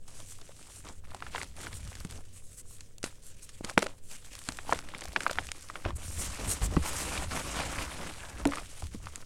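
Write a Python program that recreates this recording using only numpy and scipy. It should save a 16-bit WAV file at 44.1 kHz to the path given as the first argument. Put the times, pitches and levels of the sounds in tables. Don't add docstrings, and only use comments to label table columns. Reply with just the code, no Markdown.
import sys
import numpy as np
from scipy import signal
from scipy.fft import rfft, irfft, next_fast_len
from scipy.io import wavfile

SR = 44100
rng = np.random.default_rng(int(sys.argv[2]) if len(sys.argv) > 2 else 0)


def unload_audio(sound):
    columns = np.transpose(np.atleast_2d(sound))
    steps = np.round(np.clip(columns, -1, 1) * 32767)
    wavfile.write(sys.argv[1], SR, steps.astype(np.int16))


N = 407925
TIME = np.arange(N) / SR
BLOW = TIME[:SR // 4]


def from_db(db):
    return 10 ** (np.asarray(db) / 20)


def rms_one(x):
    return x / np.sqrt(np.mean(x ** 2) + 1e-20)


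def in_time(rows):
    s, *columns = np.transpose(rows)
    return [np.interp(TIME, s, column) for column in columns]


def band(x, low_hz, high_hz, order=2):
    sos = signal.butter(order, [low_hz, high_hz], "band", fs=SR, output="sos")
    return signal.sosfilt(sos, x + 1e-18)


def log_bins(size):
    return np.log(np.maximum(np.fft.rfftfreq(size, 1 / SR), 1))


def coloured(x, spectrum):
    hz, db = np.transpose(spectrum)
    size = next_fast_len(N)
    curve_db = np.interp(log_bins(size), np.log(hz), db, left=-80, right=-80)
    return rms_one(irfft(rfft(x, size) * from_db(curve_db), size)[:N])


def drift(per_s):
    points = rng.standard_normal(N // 8)
    return np.interp(TIME * per_s, np.arange(N // 8), points) * np.sqrt(3 / 2)


def dying(t60):
    return np.exp(-np.log(1000) * BLOW / t60)


def ring(hz, t60):
    return np.sin(2 * np.pi * hz * BLOW) * dying(t60)


def add(out, s, sound):
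    start = round(s * SR)
    out[start:start + len(sound)] += sound[:N - start]


def grains(per_s, spread_db):
    chance = np.clip(per_s / SR, 1e-4, 1)
    sizes = from_db(spread_db * np.minimum(rng.exponential(1, N), 4)) * rng.choice([-1, 1], N)
    return rms_one(sizes * (rng.random(N) < chance) / np.sqrt(chance))


def burst(t60, tail_db, tail_t60):
    sizes = from_db(3 * np.clip(rng.standard_normal(len(BLOW)), -2, 2))
    fading = dying(t60) + from_db(tail_db) * dying(tail_t60)
    breaks = rng.standard_normal(len(BLOW)) * sizes * fading
    return breaks / np.linalg.norm(breaks)


def effort(strokes, attack_s, tighten_db_per_s, release_s, rest_db):
    power = from_db(rest_db) ** 2
    for start, length, db in strokes:
        since = np.maximum(TIME - start, 0)
        release = np.exp(-np.clip((since - length) / release_s, 0, 20))
        grip = np.minimum(since / attack_s, 1) * release
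        tighten_db = tighten_db_per_s * (np.minimum(since, length) - length / 2)
        power = power + (grip * from_db(db + tighten_db)) ** 2
    return 10 * np.log10(power)


# frequency in Hz, relative level in dB per Hz.
ROOM = [(20, -14), (42, 2.5), (65, -11), (95, -0.5), (135, -10.5), (190, -16), (350, -21), (520, -19.5),
        (850, -37.5), (4000, -68), (8500, -58), (16000, -42.5)]


def room(level_db=-56.5):
    return from_db(level_db) * coloured(rng.standard_normal(N), ROOM)


# frequency in Hz, relative level in dB per Hz.
AIR = [(2, -5), (6, 0), (14, -5.5), (22, -53)]


def air(level_db=-45.5):
    return from_db(level_db) * coloured(rng.standard_normal(N), AIR)


# start in seconds, length in seconds, level at mid-press in dB.
PRESSES = [(0.8, 0.72, -55), (1.55, 0.6, -49), (1.73, 0.12, -41.5), (4.48, 0.046, -44.5),
           (4.69, 0.094, -45.5), (5.05, 0.42, -51.5), (5.84, 0.45, -42.5), (6.39, 0.094, -34.5),
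           (6.6, 0.14, -35), (6.8, 0.81, -42.5), (7.55, 0.3, -41), (7.9, 0.73, -48), (8.81, 0.26, -46.5)]
# frequency in Hz, relative level in dB per Hz.
BED = [(20, 0), (35, 1), (55, 4.5), (80, 4.5), (120, -7.5), (200, -13.5), (600, -44)]


def bed_rumble(lumpy_db=2.5):
    weight_db = effort(PRESSES, attack_s=0.013, tighten_db_per_s=6.5, release_s=0.063, rest_db=-63.5)
    return from_db(weight_db + lumpy_db * drift(22)) * coloured(rng.standard_normal(N), BED)


# time in seconds, level in dB.
DRAG = [(8.1, -83), (8.22, -51.5), (8.41, -57), (8.47, -89)]
# frequency in Hz, relative level in dB per Hz.
SLAB = [(500, 1.5), (900, 1), (1400, -5), (1700, 7), (1950, -48)]


def slab():
    level_db, = in_time(DRAG)
    slips = grains(1500, spread_db=2.5)
    return from_db(level_db) * coloured(slips, SLAB)


# start in seconds, length in seconds, level at mid-stroke in dB.
PLOUGHS = [(1.59, 0.1, -54), (2.1, 0.11, -55), (6.385, 0.055, -42.5), (6.455, 0.077, -44.5),
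           (6.707, 0.041, -42), (7.575, 0.027, -48), (8.39, 0.028, -42)]
# frequency in Hz, relative level in dB per Hz.
RUBBLE = [(110, 0), (280, 0.5), (650, -5.5), (1800, -15)]


def ploughs():
    level_db = effort(PLOUGHS, attack_s=0.0068, tighten_db_per_s=4, release_s=0.0091, rest_db=-101)
    slips = grains(600, spread_db=2.0)
    return from_db(level_db) * coloured(slips, RUBBLE)


def hollow(x, hz, echo=.22):
    feedback = np.r_[1, np.zeros(round(SR / hz) - 1), -echo]
    return rms_one(signal.lfilter([1], feedback, x))


# middle in seconds, length in seconds, level in dB.
RUBS = [(0.305, 0.056, -52), (0.753, 0.075, -50.5), (1.763, 0.039, -47.5), (2.355, 0.047, -53),
        (2.51, 0.15, -57), (2.594, 0.03, -47), (2.723, 0.1, -54), (3.275, 0.067, -54.5),
        (3.437, 0.032, -50), (4.104, 0.1, -54), (5.965, 0.015, -45), (6.105, 0.12, -45.5),
        (6.229, 0.069, -37), (6.512, 0.054, -32), (6.646, 0.033, -36), (6.887, 0.023, -35),
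        (7, 0.094, -41.5)]
# frequency in Hz, relative level in dB per Hz.
SKIN = [(1000, -20.5), (4900, -16), (5600, -12.5), (7200, -6.5), (8300, -4), (10000, -8.5), (12000, -16.5),
        (16000, -29)]


def rubs(hollow_hz=1400, cupping_db=.5):
    out = np.zeros(N)
    around = np.r_[-BLOW[::-1], BLOW]
    hiss = coloured(grains(15000, spread_db=2.0), SKIN)
    for s, length, db in RUBS:
        swell = from_db(db) * np.exp(-np.abs(2 * around / length) ** 3 / 2)
        slide = hiss[round(s * SR):][:len(around)]
        hz = hollow_hz * from_db(cupping_db * rng.standard_normal())
        add(out, s + around[0], swell * hollow(slide, hz))
    return out


# start in seconds, level of the ring in dB, pitch in Hz, t60 in seconds.
THUDS = [(2.05, -27.5, 177, 0.053), (3.04, -19, 350, 0.0094), (3.609, -26, 292, 0.0099),
         (3.644, -26.5, 218, 0.02), (3.775, -18, 200, 0.061), (3.78, -19.5, 457, 0.044),
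         (3.829, -31, 397, 0.083), (4.488, -25.5, 262, 0.031), (4.731, -22, 480, 0.023),
         (5.855, -26.5, 83, 0.15), (5.859, -35.5, 349, 0.12), (6.767, -20.5, 78.5, 0.16),
         (6.767, -17, 164, 0.087), (6.77, -18.5, 284, 0.044), (8.457, -16.5, 283, 0.14),
         (8.831, -27.5, 79.6, 0.12), (8.947, -29, 212, 0.045)]


def thuds(rough_db=-9):
    out = np.zeros(N)
    for s, level_db, hz, t60 in THUDS:
        noise = band(rng.standard_normal(len(BLOW)), hz / 2, hz * 2)
        rough = from_db(rough_db) * rms_one(noise) * dying(t60)
        add(out, s, from_db(level_db) * (ring(hz, t60) + rough))
    return out


# time in seconds before the lag, relative level in dB,
# pitch in Hz.
LUMPS = [(0.413, -32.5, 3760), (0.492, -41.5, 546), (0.867, -38.5, 1070), (1.146, -29, 800),
         (1.223, -26, 1350), (1.265, -28, 1330), (1.348, -23.5, 980), (1.358, -19.5, 1640),
         (1.38, -22.5, 1460), (1.414, -25.5, 2040), (1.668, -25.5, 1500), (1.729, -31.5, 2020),
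         (3.825, -20.5, 580), (3.862, -24.5, 580), (4.487, -22.5, 1400), (4.587, -26.5, 1420),
         (4.693, -22.5, 830), (4.724, -7.5, 1026), (4.887, -32.5, 1800), (4.937, -34, 1070),
         (4.947, -25, 2080), (5.019, -28, 2030), (5.053, -32.5, 736), (5.161, -8.5, 1580),
         (5.205, -22, 1510), (5.264, -12.5, 1240), (5.296, -18.5, 1340), (5.31, -24, 610),
         (5.374, -32, 1280), (5.385, -12.5, 1510), (5.488, -28.5, 2530), (5.699, -26.5, 1240),
         (5.755, -21.5, 1390), (5.8505, -22.5, 1510), (5.859, -24, 640), (5.905, -27.5, 1090),
         (6.766, -16.5, 1180), (7.176, -20, 2480), (7.237, -29, 2820), (7.373, -22, 1070),
         (7.785, -21, 2050), (8.401, -37, 840), (8.454, -18, 675), (8.521, -22, 1240), (8.534, -20, 1180),
         (8.571, -24.5, 1180), (8.582, -25, 1290), (8.822, -31, 780), (9.069, -28.5, 1180)]


def lumps(knock_db=1, cycles=12, contact_s=0.001, settle_db=-11, settle_t60=0.024,
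          bed_db=-25, bed_t60=0.091, lag_s=.0007, chip_db=-19):
    out = np.zeros(N)
    contact = (1 - dying(contact_s)) ** 2
    for s, level_db, hz in LUMPS:
        noise = rng.standard_normal((2, len(BLOW)))
        knock = ring(hz, cycles / hz)
        rattle = band(noise[0], hz / 2, hz * 2, order=3)
        settle = from_db(settle_db) * rms_one(rattle) * dying(settle_t60)
        bed = from_db(bed_db) * rms_one(band(noise[1], 210, 900)) * dying(bed_t60)
        chip = band(burst(.005, -24, .025), 900, 5000)
        snap = from_db(min(level_db + 8.5, chip_db)) * chip
        add(out, s + lag_s, from_db(level_db + knock_db) * contact * (knock + settle + bed) + snap)
    return out


def crumbs(level_db, per_s, count=8):
    born = rng.random(N) < per_s * from_db(3 * drift(9)) / SR
    sizes = born * from_db(level_db + 5 * np.minimum(rng.exponential(1, N), 2))
    dealt = rng.integers(0, count, N)
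    ticks = 0
    for k, hz in enumerate(np.geomspace(900, 7500, count)):
        rattle = band(burst(.005, -26, .02), hz / 2, hz * 2, order=1)
        ticks = ticks + signal.oaconvolve(sizes * (dealt == k), rattle)[:N]
    return band(ticks, 280, 10000)


# time in seconds, mean crumbs per second before the flurries,
# base level in dB above the fine powder.
SHEDDING = [(0, 55, 20), (.8, 45, 23), (2.15, 60, 28), (2.4, 4, 25), (4, 6, 25), (4.7, 60, 27),
            (5.4, 55, 27), (6, 15, 22), (9.25, 25, 22)]


def shedding(fine_db, largest_db=-23):
    per_s, above_db = in_time(SHEDDING)
    return crumbs(np.minimum(fine_db + above_db, largest_db), per_s)


# time in seconds, relative peak level in dB.
CRUMBS = [(0.202, -32), (2.785, -40), (2.9825, -34), (4.3525, -26), (4.39, -30), (4.748, -31), (5.039, -30),
          (5.055, -28), (5.22, -28), (5.279, -31), (5.331, -26), (5.469, -27), (8.4725, -21.5),
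          (8.869, -31), (8.9485, -33.5), (9.0575, -32)]


def snaps(snap_db=-2, t60=0.0087, centre_hz=4300):
    out = np.zeros(N)
    for s, peak_db in CRUMBS:
        hz = centre_hz * from_db(rng.standard_normal())
        tick = band(burst(t60, -22, .02), hz / 3, hz * 2)
        add(out, s, from_db(peak_db + snap_db) * tick / np.abs(tick).max())
    return out


# time in seconds before the lag, relative level of the bright tick in dB,
# relative level of the block's body in dB, crumbling t60 in seconds.
FRACTURES = [(0.887, -31, -43, 0.012), (1.1453, -26.5, -45, 0.022), (1.4302, -21.5, -29.5, 0.0088),
             (1.952, -26.5, -50, 0.03), (2.0478, -25.5, -38, 0.014), (2.806, -28.5, -65, 0.022),
             (3.029, -21.5, -46, 0.02), (3.04, -14.5, -25, 0.033), (3.49, -27, -61, 0.027),
             (3.646, -18.5, -29.5, 0.025), (3.696, -21, -25.5, 0.029), (3.7765, -10.5, -4, 0.023),
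             (3.7898, -16.5, -26, 0.0082), (3.822, -17, -26, 0.0081), (3.8265, -17, -16.5, 0.018),
             (3.8659, -24, -24, 0.011), (4.487, -15, -38, 0.0053), (4.731, -20.5, -29, 0.0048),
             (4.789, -24.5, -26.5, 0.0057), (5.008, -24.5, -43, 0.0081), (5.2043, -21, -47, 0.01),
             (5.2328, -22, -33, 0.0068), (5.3112, -22.5, -27, 0.0058), (5.5162, -17, -31, 0.0089),
             (6.763, -27, -39, 0.0057), (8.4529, -17.5, -17.5, 0.0057), (8.556, -22, -36, 0.0041),
             (9.157, -20, -60, 0.0074)]
# pitch in Hz, relative level in dB, t60 in seconds.
BLOCK = [(917, -17, 0.018), (1450, -9.5, 0.014), (2030, 5.5, 0.002)]


def fractures(tick_db=10, body_db=11, dust_db=-22, dust_t60=0.019, lag_s=0.001042, onset_db=-8):
    out = np.zeros(N)
    jolt = band(sum(from_db(db) * ring(hz, t60) for hz, db, t60 in BLOCK), 290, 4500)
    for s, bright_db, block_db, crumbling_s in FRACTURES:
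        onset = from_db(onset_db) * (BLOW == 0)
        breaks = burst(crumbling_s, dust_db, dust_t60) + onset
        tick = band(band(breaks, 1500, 16000, order=1), 960, 9700, order=5)
        crumbling = band(burst(crumbling_s, dust_db, dust_t60), 290, 2140)
        body = jolt + from_db(body_db) * crumbling
        add(out, s + lag_s, from_db(bright_db + tick_db) * tick + from_db(block_db) * body)
    return out


# frequency in Hz, relative level in dB per Hz.
GRIT = [(130, 11.5), (220, 4), (290, 6.5), (420, 0), (580, 4), (760, 1), (1100, 3), (1600, -1.5),
        (2400, -3.5), (3500, -9), (6000, -12)]


def grit(level_db, quiet_per_s=80, quiet_db=-58.5, crowding=1.25, count=7):
    per_s = quiet_per_s * from_db(crowding * (level_db - quiet_db))
    clicks = 0
    for hz in np.geomspace(190, 4500, count):
        clicks = clicks + band(grains(per_s, spread_db=4.0), hz / 1.3, hz * 1.74)
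    return from_db(level_db) * coloured(clicks, GRIT)


# frequency in Hz, relative level in dB per Hz.
POWDER = [(700, -8), (1700, -2), (2900, 0.5), (4200, -2.5), (5000, -1.5), (6500, 0.9), (8300, 2.5),
          (10000, -1.4), (12000, -9.5), (16000, -26)]


def powder(level_db, fine_per_s=9000, tick_per_s=180, tick_db=-11, clump_db=1.38, fist_db=-4, fist_opens_s=1.0):
    ticks = from_db(tick_db) * grains(tick_per_s, spread_db=2.0)
    fizz = coloured(grains(fine_per_s, spread_db=1.5) + ticks, POWDER)
    fist = from_db(fist_db) * (TIME < fist_opens_s) * band(fizz, 5500, 11000, order=1)
    return from_db(level_db + clump_db * drift(70)) * (fizz + fist)


def shifting(x, patchy_db, per_s, count=14):
    size = next_fast_len(N)
    bins, spectrum = log_bins(size), rfft(x, size)
    centres = np.log(np.geomspace(400, 13000, count))
    out = 0
    for share in np.eye(count):
        part = irfft(spectrum * np.interp(bins, centres, share), size)[:N]
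        out = out + part * from_db(patchy_db * drift(per_s))
    return out


def avalanches(per_s, t60=0.069, share=0.45):
    starts = (rng.random(N) < per_s / SR) * rng.exponential(1, N) / per_s
    power = signal.oaconvolve(starts, dying(t60) ** 2)[:N]
    return np.sqrt(1 - share + share * power / power.mean())


# start in seconds, length in seconds,
# relative level of fine powder in dB, relative level of coarse grit in dB.
SQUEEZES = [(0.055, 0.15, -57.5, -59), (0.176, 0.03, -54.5, -56), (0.256, 0.088, -60, -67),
            (0.39, 0.16, -60.5, -59.5), (0.555, 0.22, -58, -59.5), (0.821, 0.076, -59, -50),
            (1.021, 0.25, -61.5, -55), (1.2, 0.16, -60, -55.5), (1.306, 0.11, -49.5, -46.5),
            (1.434, 0.14, -61.5, -63.5), (1.542, 0.13, -50, -50.5), (1.688, 0.35, -55, -58),
            (2.074, 0.083, -53.5, -55), (2.22, 0.18, -62, -74.5), (2.708, 0.17, -64.5, -85),
            (3.023, 0.04, -47.5, -49), (3.198, 0.39, -61.5, -72), (3.623, 0.074, -50.5, -46),
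            (3.768, 0.075, -50, -44), (3.858, 0.057, -61, -54), (4.077, 0.082, -51, -59.5),
            (4.18, 0.15, -58, -66.5), (4.293, 0.21, -53.5, -57), (4.432, 0.25, -54.5, -56),
            (4.65, 0.12, -50, -45.5), (4.809, 0.43, -55, -52), (5.175, 0.24, -52, -53),
            (5.412, 0.29, -55.5, -59.5), (5.714, 0.084, -53.5, -50.5), (5.839, 0.04, -57.5, -40.5),
            (5.951, 0.36, -52, -52), (6.162, 0.097, -43.5, -44.5), (6.296, 0.27, -43.5, -45.5),
            (6.599, 0.046, -46, -37.5), (6.681, 0.21, -51.5, -47.5), (6.813, 0.32, -41.5, -40.5),
            (7.124, .11, -44.5, -38), (7.284, 0.11, -41, -37), (7.416, 0.17, -42.5, -41),
            (7.524, 0.11, -48.5, -37.5), (7.633, 0.13, -45.5, -41), (7.759, 0.073, -42, -38),
            (7.855, 0.25, -48.5, -43.5), (8.101, 0.23, -53.5, -50.5), (8.34, 0.082, -51.5, -47.5),
            (8.472, 0.12, -50.5, -43), (8.584, 0.074, -52.5, -55.5), (8.675, 0.17, -53, -58),
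            (8.907, 0.032, -53, -50.5), (8.984, 0.24, -57.5, -56)]


def squeezes():
    start, length, fine_db, coarse_db = np.transpose(SQUEEZES)
    fine = effort(zip(start, length, fine_db), attack_s=0.04, tighten_db_per_s=3, release_s=0.049, rest_db=-70.0)
    coarse = effort(zip(start, length, coarse_db), attack_s=0.034, tighten_db_per_s=1.5,
                    release_s=0.032, rest_db=-78.0)
    return fine, coarse


def crunch(fine, coarse, powder_db=-0.63, grit_db=-0.39, collapses_per_s=190):
    giving = avalanches(collapses_per_s * from_db((fine - fine.mean()) / 2))
    contact = powder(fine + powder_db) + grit(coarse + grit_db) + rubs()
    return giving * shifting(contact, patchy_db=1.51, per_s=35)


def scene():
    fine, coarse = squeezes()
    background = room() + air() + bed_rumble()
    scrapes = slab() + ploughs()
    blows = thuds() + lumps() + fractures()
    patter = shedding(fine) + snaps()
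    return (background + scrapes + blows + patter + crunch(fine, coarse))[None]


def record(dry):
    return signal.sosfilt(signal.ellip(10, .1, 70, 16000, fs=SR, output="sos"), dry)


dry = scene()
out = record(dry)
unload_audio(out)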